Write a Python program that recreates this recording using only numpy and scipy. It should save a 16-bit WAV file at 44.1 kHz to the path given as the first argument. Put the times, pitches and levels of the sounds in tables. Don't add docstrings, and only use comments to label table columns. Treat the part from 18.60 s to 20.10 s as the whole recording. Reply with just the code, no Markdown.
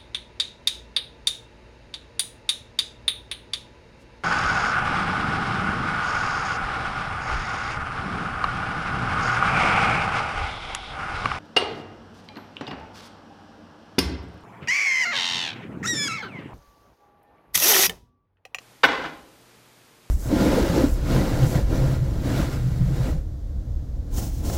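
import sys
import numpy as np
from scipy import signal
from scipy.io import wavfile

SR = 44100
rng = np.random.default_rng(int(sys.argv[2]) if len(sys.argv) > 2 else 0)


def transcribe(signal):
    frames = np.atleast_2d(signal).T
    limited = np.clip(frames, -1, 1)
    pcm = np.round(limited * 32767).astype(np.int16)
    wavfile.write(sys.argv[1], SR, pcm)


def field_ratio(decibels):
    return 10 ** (np.asarray(decibels, dtype=float) / 20)


N = 66150

# [t/s, strength/dB, hardness f/Hz]
BASE_CONTACTS = [
    (.2330, -8.5, 2500),
    (.2352, -1, 2670),
    (0.2374, -7, 2500),
    (.2396, -3.5, 3240),
    (.2414, -6, 3160),
    (0.2447, -5.5, 2500),
    (.2488, -7.5, 2500),
    (0.2521, -8, 2500),
    (0.2577, -17, 2500),
    (0.2863, -15.5, 1800),
]
# [t/s, level/dB]
SETTLING_PRESSURE = [
    (.25, -49.5),
    (.27, -33),
    (.32, -35.5),
    (.40, -41.5),
    (.42, -43.5),
    (.445, -37),
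    (.465, -42.5),
    (.53, -54),
    (.62, -67),
]
# [f/Hz, level/dB, t60/s]
COUNTER_MODES = [(155, -19, 0.094), (266.3, -19, 0.15), (327, -20, 0.098), (394, -21, 0.056),
                 (526, -10.5, 0.033), (687, -13, .04), (812, -6.5, 0.048), (1050.4, -4.5, .06),
                 (1150, -17.5, 0.033), (1270, -19, .05), (1361, -6, 0.023), (1418, -7, .04),
                 (1532, 2.2, 0.025), (1800, -9, 0.029)]
# [f/Hz, level/dB, t60/s]
GLASS_MODES = [(2035, -6, .07), (2199, -15, 0.1), (2350, -10.5, 0.091), (2640, -12, 0.054),
               (2932, -6.5, 0.037), (3380, -16, 0.066), (3700, -6, 0.023), (4050, -17, .04),
               (4600, -12.5, 0.12), (5207, -18.5, 0.071), (5814, -20, 0.16), (6460, -26, .08),
               (7860, -29.5, 0.17), (8400, -47, 0.18)]
# [f/Hz, level/dB, t60/s]
KITCHEN_TAIL = [(60, -31, .8), (200, -11, 1), (463, -6, 0.71), (1520, -15.5, 0.51), (4000, -14.5, 0.62),
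                (8000, -21, 0.088), (14000, -18, .15)]
# [t/s, lift/dB]
SLEEVE_LIFT = [
    (.05, 0.3),
    (.12, 1.7),
    (.2, .1),
    (.85, 0.3),
    (.95, 2.2),
    (1.08, 0.4),
]
# [f/Hz, level/dB per Hz]
HISS_SPECTRUM = [(25, -10), (60, -10), (100, -8.5), (200, -3.5), (450, -7), (900, -8.5), (4000, -14),
                 (14000, -22)]
# [f/Hz, level/dB; each line's peak sits 5 dB above it]
HUM_LINES = [(120, -69.5), (241, -83), (360, -76.5), (452, -74), (1080, -84)]
BAND_EDGES = 20 * 2 ** np.arange(0, 10, .5)

STRIKE_SPREAD_DB = 2.5
GRAINS_PER_S, GRAIN_SPREAD_DB, GRAIN_HZ = 2200, 3.5, 1510
CRACK_DB, CRACK_T60_S, CRACK_HZ, CRACK_RISE_HZ = -41, 0.069, 5000, 200
BODY_DB, BODY_T60_S, BODY_LOW_HZ, BODY_HIGH_HZ = -11.5, 0.028, 493, 3900
RUB_DB, RUB_LOW_HZ, RUB_HIGH_HZ, RUB_TOP_HZ = -14, 250, 520, 4380
THUD_DB, THUD_T60_S, THUD_LOW_HZ, THUD_HIGH_HZ = -21.5, 1.16, 36.2, 71.7
FIRST_ECHO_S, BUILD_S = 0.002, 0.006
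MIC_LOW_HZ, MIC_TOP_HZ, MIC_CEILING = 160, 15100, 1.25
HISS_DB, HISS_PATCHY_DB, SLEEVE_HZ = -55.5, -0.24, 2990
HUM_WANDER_DB = 1.2


def tumbler():
    t = np.arange(N) / SR
    pushes = np.array([soften(field_ratio(db) * (np.arange(N) == int(s * SR)), hz) for s, db, hz in BASE_CONTACTS])
    blows = pushes.sum(axis=0)
    pressure = field_ratio(np.interp(t, *np.transpose(SETTLING_PRESSURE), left=-200, right=-200))
    ringing = 0
    for k, (hz, db, t60) in enumerate(COUNTER_MODES + GLASS_MODES):
        grains = settling_grains(pressure)
        strengths = field_ratio(STRIKE_SPREAD_DB * rng.standard_normal(len(pushes)))
        sign = (-1) ** k
        ringing = ringing + sign * field_ratio(db - 4.5) * ring(strengths @ pushes + grains, hz, t60)
    rub = np.abs(grains)
    return ringing + crack(blows) + body(blows, rub) + thud(blows)


def settling_grains(pressure):
    slips = (rng.random(N) < GRAINS_PER_S / SR) * rng.choice([-1, 1], N)
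    sizes = field_ratio(GRAIN_SPREAD_DB * np.minimum(rng.exponential(1, N), 4))
    return soften(pressure * (slips * sizes), GRAIN_HZ)


def crack(blows):
    return field_ratio(CRACK_DB) * burst(soften(blows, CRACK_RISE_HZ), CRACK_T60_S, "high", CRACK_HZ)


def body(blows, rub):
    wood = burst(blows + rub, BODY_T60_S, "band", [BODY_LOW_HZ, BODY_HIGH_HZ])
    rumble = burst(rub, BODY_T60_S, "band", [RUB_LOW_HZ, RUB_HIGH_HZ])
    return field_ratio(BODY_DB) * soften(wood, RUB_TOP_HZ) + field_ratio(RUB_DB) * rumble


def thud(blows):
    return field_ratio(THUD_DB) * burst(blows, THUD_T60_S, "band", [THUD_LOW_HZ, THUD_HIGH_HZ])


def ring(force, hz, t60):
    r, w = field_ratio(-60 / (t60 * SR)), 2 * np.pi * hz / SR
    return signal.lfilter([.5, 0, -.5], [1, -2 * r * np.cos(w), r * r], force + 1e-18)


def soften(x, hz):
    r = np.exp(-4 * np.pi * hz / SR)
    return signal.sosfilt([[(1 - r) ** 2, 0, 0, 1, -2 * r, r * r]] * 2, x)


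def burst(force, t60, kind, hz):
    dying = signal.lfilter([1], [1, -field_ratio(-60 / (t60 * SR))], force)
    return signal.sosfilt(signal.butter(2, hz, kind, fs=SR, output="sos"), dying * rng.standard_normal(N))


def kitchen(x):
    t = np.maximum(np.arange(N) / SR - FIRST_ECHO_S, 0)
    tail = 0
    for hz, band in bands():
        t60 = at_hz(KITCHEN_TAIL, hz, column=2)
        tail = tail + band * field_ratio(at_hz(KITCHEN_TAIL, hz) - 60 * t / t60)
    build_up = 1 - np.exp(-t / BUILD_S)
    return signal.fftconvolve(x, tail * build_up * field_ratio(-28.5))[:N]


def bands():
    white = rng.standard_normal((2, N + SR // 2))
    out = []
    for k, (low, high) in enumerate(zip(BAND_EDGES, BAND_EDGES[1:])):
        sos = signal.butter(2, [low, high], "band", fs=SR, output="sos")
        out.append((np.sqrt(low * high), signal.sosfilt(sos, white[k % 2])[-N:]))
    return out


def at_hz(points, hz, column=1):
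    return np.interp(np.log(hz), np.log(np.array(points)[:, 0]), np.array(points)[:, column])


def background():
    return mic_hiss() + mains_hum()


def mic_hiss():
    together = drift(2.8)
    sleeve_db = np.interp(np.arange(N) / SR, *np.transpose(SLEEVE_LIFT))
    hiss = 0
    for hz, band in bands():
        patchy_db = HISS_PATCHY_DB * (together + drift(10))
        lift_db = sleeve_db / (1 + (hz / SLEEVE_HZ) ** 2)
        hiss = hiss + band * field_ratio(at_hz(HISS_SPECTRUM, hz) + patchy_db + lift_db)
    hiss = signal.sosfilt(signal.cheby2(20, 40, MIC_TOP_HZ, fs=SR, output="sos"), hiss)
    return field_ratio(HISS_DB) * rms_one(hiss)


def mains_hum():
    hum = 0
    for hz, db in HUM_LINES:
        level = field_ratio(db + 5 + HUM_WANDER_DB * drift(3.1))
        hum = hum + level * np.sin(2 * np.pi * (hz * np.arange(N) / SR + rng.random()))
    return hum


def drift(rate):
    r = np.exp(-80 * np.pi * rate / SR)
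    slow = signal.lfilter([1], [1, -2 * r, r * r], rng.standard_normal(N // 40 + 2002))[2000:]
    return np.interp(np.arange(N) / 40, np.arange(len(slow)), rms_one(slow))


def rms_one(x):
    return x / np.sqrt(np.mean(x ** 2) + 1e-20)


def scene():
    knock = tumbler()
    heard = signal.lfilter(*signal.butter(1, MIC_LOW_HZ, "high", fs=SR), knock + kitchen(knock))
    return (heard + background())[None]


def top_cut(x):
    return signal.sosfilt(signal.butter(12, 15610, fs=SR, output="sos"), x)


def record(dry):
    mix = MIC_CEILING * np.tanh(dry / MIC_CEILING)
    return top_cut(mix)


dry = scene()
out = record(dry)
transcribe(out)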